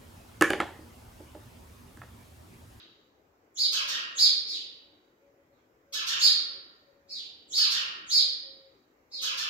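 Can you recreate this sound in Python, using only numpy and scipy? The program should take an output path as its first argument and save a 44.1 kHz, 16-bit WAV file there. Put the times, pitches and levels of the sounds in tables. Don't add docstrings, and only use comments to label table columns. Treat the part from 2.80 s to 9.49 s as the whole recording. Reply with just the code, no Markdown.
import sys
import numpy as np
from scipy import signal
from scipy.fft import rfft, irfft
from scipy.io import wavfile
from scipy.ndimage import uniform_filter1d

SR = 44100
rng = np.random.default_rng(int(sys.argv[2]) if len(sys.argv) > 2 else 0)


def int16_out(signal):
    q = np.round(np.clip(np.atleast_2d(signal).T, -1, 1) * 32767)
    wavfile.write(sys.argv[1], SR, q.astype(np.int16))


def level_to_linear(level):
    exponent = np.asarray(level, float) / 20
    return 10 ** exponent


N = 295029

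# frequency in Hz, gain in dB.
CLEAR_THROAT = [(900, -47.5), (2300, -17.5), (3200, -7), (4700, -3), (5600, -0.5), (7000, 2.5),
                (8200, -11.5), (10300, -9), (12500, -9.5), (16000, -9.5)]


def evened(x):
    return x / np.sqrt(np.mean(x ** 2) + 1e-20)


def smooth_twice(x, size):
    return uniform_filter1d(uniform_filter1d(x, size=size), size=size)


def read_at(points, hz):
    f, value = np.transpose(points)
    return np.interp(np.log(hz + 1), np.log(f + 1), value)


def mix_in(mix, start_s, sound):
    part = mix[round(start_s * SR):][:len(sound)]
    part += sound[:len(part)]


def coloured(x, points):
    hz = np.fft.rfftfreq(len(x), 1 / SR)
    return irfft(rfft(x) * level_to_linear(read_at(points, hz)), len(x))


def call(row, shape, beak, quaver, throat, count, slope_db, second_db, quaver_hz, waver, half_db,
         breath_db):
    start_s, level_db, pitch, length, extra_db = row
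    point_s, point_hz, point_db = np.transpose(shape)
    noise = rng.standard_normal((2, 9000))
    t = np.arange(0, min(point_s[-1] * length, .2), 1 / SR)
    through = t / t[-1]
    hz = uniform_filter1d(np.interp(t, point_s * length, point_hz), size=200, mode="nearest")
    effort_db = uniform_filter1d(np.interp(t, point_s * length, point_db), size=200, mode="nearest")

    lift_start_db, lift_end_db, bend, octave_swell_db = beak
    lift_db = lift_start_db + (lift_end_db - lift_start_db) * through ** bend

    opening, full, settle_s = quaver
    depth = opening + (full - opening) * np.minimum(t / length / settle_s, 1) ** 2
    shake = evened(smooth_twice(noise[0], 60))[:len(t)]
    hz = pitch * hz * (1 + depth * np.sin(2 * np.pi * quaver_hz * t) + waver * shake)
    turns = 2 * np.pi * np.cumsum(hz) / SR

    order = np.arange(1, 2 * count + 1)[:, None] / 2
    share_db = np.where(order % 1, half_db, second_db) + slope_db * (order - 2)
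    share_db = share_db + lift_db * abs(order - 1) + extra_db
    share_db[3:4] += octave_swell_db * (through - .5)
    share_db[1] = 0
    line_hz = order * hz
    line_gain = level_to_linear(share_db + read_at(throat, line_hz)) * (line_hz < SR / 2)
    voice = (line_gain * np.sin(order * turns + order ** 2)).sum(0)

    air_gain = level_to_linear(breath_db + 2 * lift_db + extra_db)
    air = air_gain * coloured(noise[1], throat)[:len(t)] * (1 + np.cos(turns))
    return start_s, level_to_linear(level_db + effort_db) * (voice + air) * signal.windows.tukey(len(t), .1)


def sparrow(calls, **voice):
    out = np.zeros(N)
    for row in calls:
        mix_in(out, *call(row, **voice))
    return out


def lead_ins(calls, below_db):
    # time in s, pitch in Hz, effort in dB.
    shape = [(0, 7750, -30), (.036, 6400, -4), (.055, 6700, -11), (.07, 6940, -21.5)]
    rows = [(start_s - .008, level_db + below_db, *rest) for start_s, level_db, *rest in calls]
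    return sparrow(rows, shape=shape, throat=CLEAR_THROAT,
                   beak=(-9.5, -9, 1.5, 0), quaver=(0.021, .06, 0.02915), quaver_hz=196.6, waver=0.083,
                   count=1, slope_db=-2.5, second_db=-30, half_db=-36.5, breath_db=-27)


def near_cheeps():
    # time in s, pitch in Hz, effort in dB.
    shape = [(0, 3600, -51.5), (.027, 3050, -24), (.04, 3900, -7), (.054, 4735, -4.5), (.098, 4598, -2.5),
             (.116, 4024, -3), (.14, 3003, -13.5)]
    # start in s, level in dB, pitch factor, length factor, extra overtones in dB.
    calls = [
        (.745, -20.5, 1, 0.8, -5),
        (1.348, -15, 1.016, 0.84, -4),
        (3.376, -14.5, 1.007, 0.77, -2.8),
        (4.68, -20.5, 1.01, 1.3, -6.5),
        (5.264, -17.5, 1.015, 1.013, -5),
    ]
    cheeps = sparrow(calls, shape=shape, throat=CLEAR_THROAT,
                     beak=(2.5, -5, 2.5, 0), quaver=(.03, 0.085, .05), quaver_hz=128.4, waver=.012,
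                     count=4, slope_db=-4.0, second_db=-15.5, half_db=-19, breath_db=-27.0)
    return cheeps + lead_ins(calls, -16)


def far_peeps():
    # time in s, pitch in Hz, effort in dB.
    shape = [(0, 3658, -36), (.02, 4200, -19), (.032, 4800, -2.5), (.055, 4443, 1.5), (.07, 4150, -13),
             (.1, 3850, 0.5), (.145, 3043, -8), (.178, 2150, -12)]
    # start in s, level in dB, pitch factor, length factor, extra overtones in dB.
    calls = [
        (1.653, -31.5, 1.013, 0.67, -2.5),
        (2.68, -79.5, .85, 0.95, -5),
        (4.268, -36.5, 1.01, 0.86, -3.5),
        (6.298, -34.5, 1.002, 0.71, -5.5),
    ]
    peeps = sparrow(calls, shape=shape, throat=CLEAR_THROAT,
                    beak=(0.36, -1, 1.6, 0.33), quaver=(0.15, 0.049, 0.057), quaver_hz=110.26, waver=0.018,
                    count=4, slope_db=-8, second_db=-17.5, half_db=-22, breath_db=-25.5)
    return peeps + lead_ins(calls, -21)


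def harsh_chirps():
    # time in s, pitch in Hz, effort in dB.
    shape = [(0, 1044, -14.5), (.012, 1334, -6), (.028, 1756, -6.5), (.044, 1796, -6.5), (.07, 1399, -3.5),
             (.096, 1150, -9), (.116, 948, -14.5)]
    # start in s, level in dB, pitch factor, length factor, extra overtones in dB.
    calls = [
        (.916, -29.5, 0.94, 0.88, -0.2),
        (1.072, -31, 1.06, .99, -0.5),
        (3.122, -32.5, 0.97, .99, -0.4),
        (3.262, -29.5, 1.03, .95, 0.35),
        (4.766, -32.5, 0.97, 1.01, 1.4),
        (4.9, -31, 1.04, .99, 1.3),
        (6.412, -32, 0.95, 1, .6),
        (6.568, -32, 1.005, 0.8, 0.31),
    ]
    # frequency in Hz, gain in dB.
    harsh_throat = [(500, -62.5), (950, -8.5), (1300, -11.5), (1800, -9), (2400, -2.5), (3000, 4),
                    (4500, 0.5), (6500, -5.5), (8200, -20.5), (9500, -35), (12000, -22.5), (16000, -54)]
    return sparrow(calls, shape=shape, throat=harsh_throat,
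                   beak=(3.0, -9.5, 1.45, 15), quaver=(.065, 0.0081, 0.036), quaver_hz=123.3, waver=.011,
                   count=12, slope_db=-0.5, second_db=-2.5, half_db=-23.0, breath_db=-11.0)


def room(x, direct_db, build_s, sing_db):
    # frequency in Hz, t60 in s.
    walls = [(1000, 1.27), (2000, 1), (3000, 0.74), (4500, 0.57), (7000, 0.41), (10000, 0.35),
             (15000, 0.31)]
    # frequency in Hz, width in Hz, extra share of t60.
    rings = [(1350, 67, .15), (1890, 67, .3), (3000, 150, .2), (3880, 64, .26), (4400, 74, .18),
             (4660, 93, .25), (5090, 107, .2)]
    # frequency in Hz, likeness from -1 to 1.
    echo_same = [(450, .7), (800, -.3), (1300, -.6), (2200, 0), (16000, 0)]
    # frequency in Hz, left minus right in dB.
    ports = [(1000, 0.5), (2500, 0), (4500, -4), (6500, -3), (9000, 4.5), (13000, 2.5)]
    early_db, early_s = -0.5, .03

    echoes = rng.standard_normal((2, SR + SR // 4))
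    hz, t, z = signal.stft(echoes, SR, nperseg=512, noverlap=384)
    same = read_at(echo_same, hz)[:, None]
    z[1] = same * z[0] + np.sqrt(1 - same ** 2) * z[1]
    longer = sum(extra * np.exp(-((hz - f) / width) ** 2) for f, width, extra in rings)
    t60 = read_at(walls, hz) * (1 + longer)
    lean_db = np.multiply.outer([.5, -.5], read_at(ports, hz))[:, :, None]
    z = z * level_to_linear(lean_db - 60 * t / t60[:, None])
    tail = signal.istft(z, SR, nperseg=512, noverlap=384)[1]

    s = np.arange(tail.shape[1]) / SR
    for (f, _, extra), phase in zip(rings, rng.random((len(rings), 2, 1))):
        fade_db = -60 * s / (read_at(walls, f) * (1 + extra))
        tail += level_to_linear(sing_db + fade_db) * np.sin(2 * np.pi * (f * s + phase))
    tail *= (1 - np.exp(-s / build_s)) * level_to_linear(early_db * np.exp(-s / early_s))
    tail /= np.sqrt((tail ** 2).sum() / 2)
    tail[[0, 1], [3, 0]] = level_to_linear(direct_db)
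    return signal.fftconvolve(x[None], tail, axes=1)[:, :N]


def earlier_call(level_db, t60_s):
    # frequency in Hz, gain in dB.
    colour = [(700, -34), (1200, -7), (2400, -9), (3030, 0.5), (3600, -2.5), (3880, 8), (4100, -4.5),
              (4400, -1.5), (4900, -6), (5400, -17), (7000, -24), (9000, -46.5)]
    out, t = np.zeros((2, N)), np.arange(SR) / SR
    fade = level_to_linear(level_db - 60 * t / t60_s)
    out[:, :SR] = [evened(coloured(noise, colour)) * fade for noise in rng.standard_normal((2, SR))]
    return out


def dove():
    # start in s, length in s, pitch in Hz, level in dB.
    coos = [(0.77, 0.53, 584, -65.5), (1.353, 0.38, 562, -72.5), (2.02, 0.15, 560, -72),
            (2.24, 0.089, 559, -75.5), (2.399, 0.13, 560, -64), (2.567, .07, 556, -67),
            (2.694, 0.059, 558, -65.5), (3.021, 0.25, 557, -66.5), (3.639, 0.2, 545, -66.5),
            (3.983, 0.42, 558, -70), (4.657, 0.29, 542, -67.5), (5.3, 0.26, 537, -63.5),
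            (5.598, 0.38, 539, -62), (6.33, 0.3, 528, -64.5)]
    out = np.zeros(N)
    for start_s, length_s, hz, level_db in coos:
        t = np.arange(0, length_s, 1 / SR)
        note = np.sin(2 * np.pi * hz * t) * signal.windows.tukey(len(t), .6)
        mix_in(out, start_s, np.sqrt(2) * level_to_linear(level_db) * note)
    flutter = evened(smooth_twice(rng.standard_normal((2, N)), 1500))
    return out * level_to_linear(2.3 * flutter + [[2.5], [-2.5]])


def gate(birds):
    shut_db, open_db, rise_s, fall_s = -65, -29, 0.19, .07
    power = uniform_filter1d((birds ** 2).mean(0), size=512)[::256]
    level_db = 10 * np.log10(abs(power) + 1e-12)
    wanted = np.clip((level_db - shut_db) / (open_db - shut_db), 0, 1)
    opened, now = [], wanted[0]
    for want in wanted:
        now += (want - now) * 256 / SR / (rise_s if want > now else fall_s)
        opened.append(now)
    return np.array(opened)


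def hum(opened):
    # frequency in Hz, level in dB per Hz.
    spectrum = [(28, -33), (42, -10.5), (65, -3), (150, -8), (300, -2), (480, 0), (700, -7.5),
                (1200, -11.5), (2200, -16.5), (3500, -28.5), (7000, -26.5), (9500, -46), (12500, -29.5),
                (16000, -29.5)]
    # frequency in Hz, width in Hz, gain in dB.
    lines = [(310, 30, 6), (402, 25, 4), (78, 25, 1)]
    # frequency in Hz, likeness from -1 to 1.
    likeness = [(30, .93), (200, .88), (350, .93), (520, .5), (1200, -.2), (5000, .01)]
    # frequency in Hz, left minus right in dB.
    lean = [(60, 2.6), (250, 2.6), (550, 4.5), (1650, -2.0), (4970, -2.5), (15000, 2.0)]
    level_db, gate_range_db = -17.5, 9

    frames, hz = N // 256 + 5, np.fft.rfftfreq(1024, 1 / SR)
    a, b, c, d, patches = rng.standard_normal((frames, 513, 5)).T
    patches = uniform_filter1d(patches, size=6, axis=0)
    patches = evened(uniform_filter1d(patches, size=14, axis=1))
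    swell_db = gate_range_db * np.pad(opened, (0, frames), "edge")[:frames] - 4.5
    low = 1 / (1 + (hz / 530.0) ** 4) / (1 + (240.0 / (hz + 1)) ** 2)

    same, left = np.clip(read_at(likeness, hz), -1, 1)[:, None], a + 1j * b
    z = np.array([left, same * left + np.sqrt(1 - same ** 2) * (c + 1j * d)])
    lean_db = np.multiply.outer([.5, -.5], read_at(lean, hz))[:, :, None]
    lines_db = sum(db * np.exp(-((hz - f) / width) ** 2) for f, width, db in lines)
    colour_db = (read_at(spectrum, hz) + lines_db)[:, None]
    z *= level_to_linear(level_db - 57.0 + colour_db + lean_db + 2.1 * patches + np.outer(low, swell_db))
    return signal.istft(z, nperseg=1024, noverlap=768)[1][:, :N]


def scene():
    near = room(near_cheeps(), direct_db=-16, build_s=0.003, sing_db=-26)
    far = room(far_peeps(), direct_db=-17, build_s=0.013, sing_db=-22)
    harsh = room(harsh_chirps(), direct_db=-17.5, build_s=0.0048, sing_db=-23)
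    birds = level_to_linear(7.5) * (near + far + harsh) + earlier_call(-51.5, t60_s=0.78)
    return birds + dove() + hum(gate(birds))


def roll_off(x):
    return signal.sosfilt(signal.butter(12, 15910, fs=SR, output="sos"), x)


def record(dry):
    bass_cut = signal.butter(3, 36, "highpass", fs=SR, output="sos")
    treble_cut = signal.firwin(511, 15860, window=("kaiser", 9), fs=SR)
    mix = signal.oaconvolve(signal.sosfilt(bass_cut, dry), treble_cut[None], "same")
    return roll_off(mix)


dry = scene()
out = record(dry)
int16_out(out)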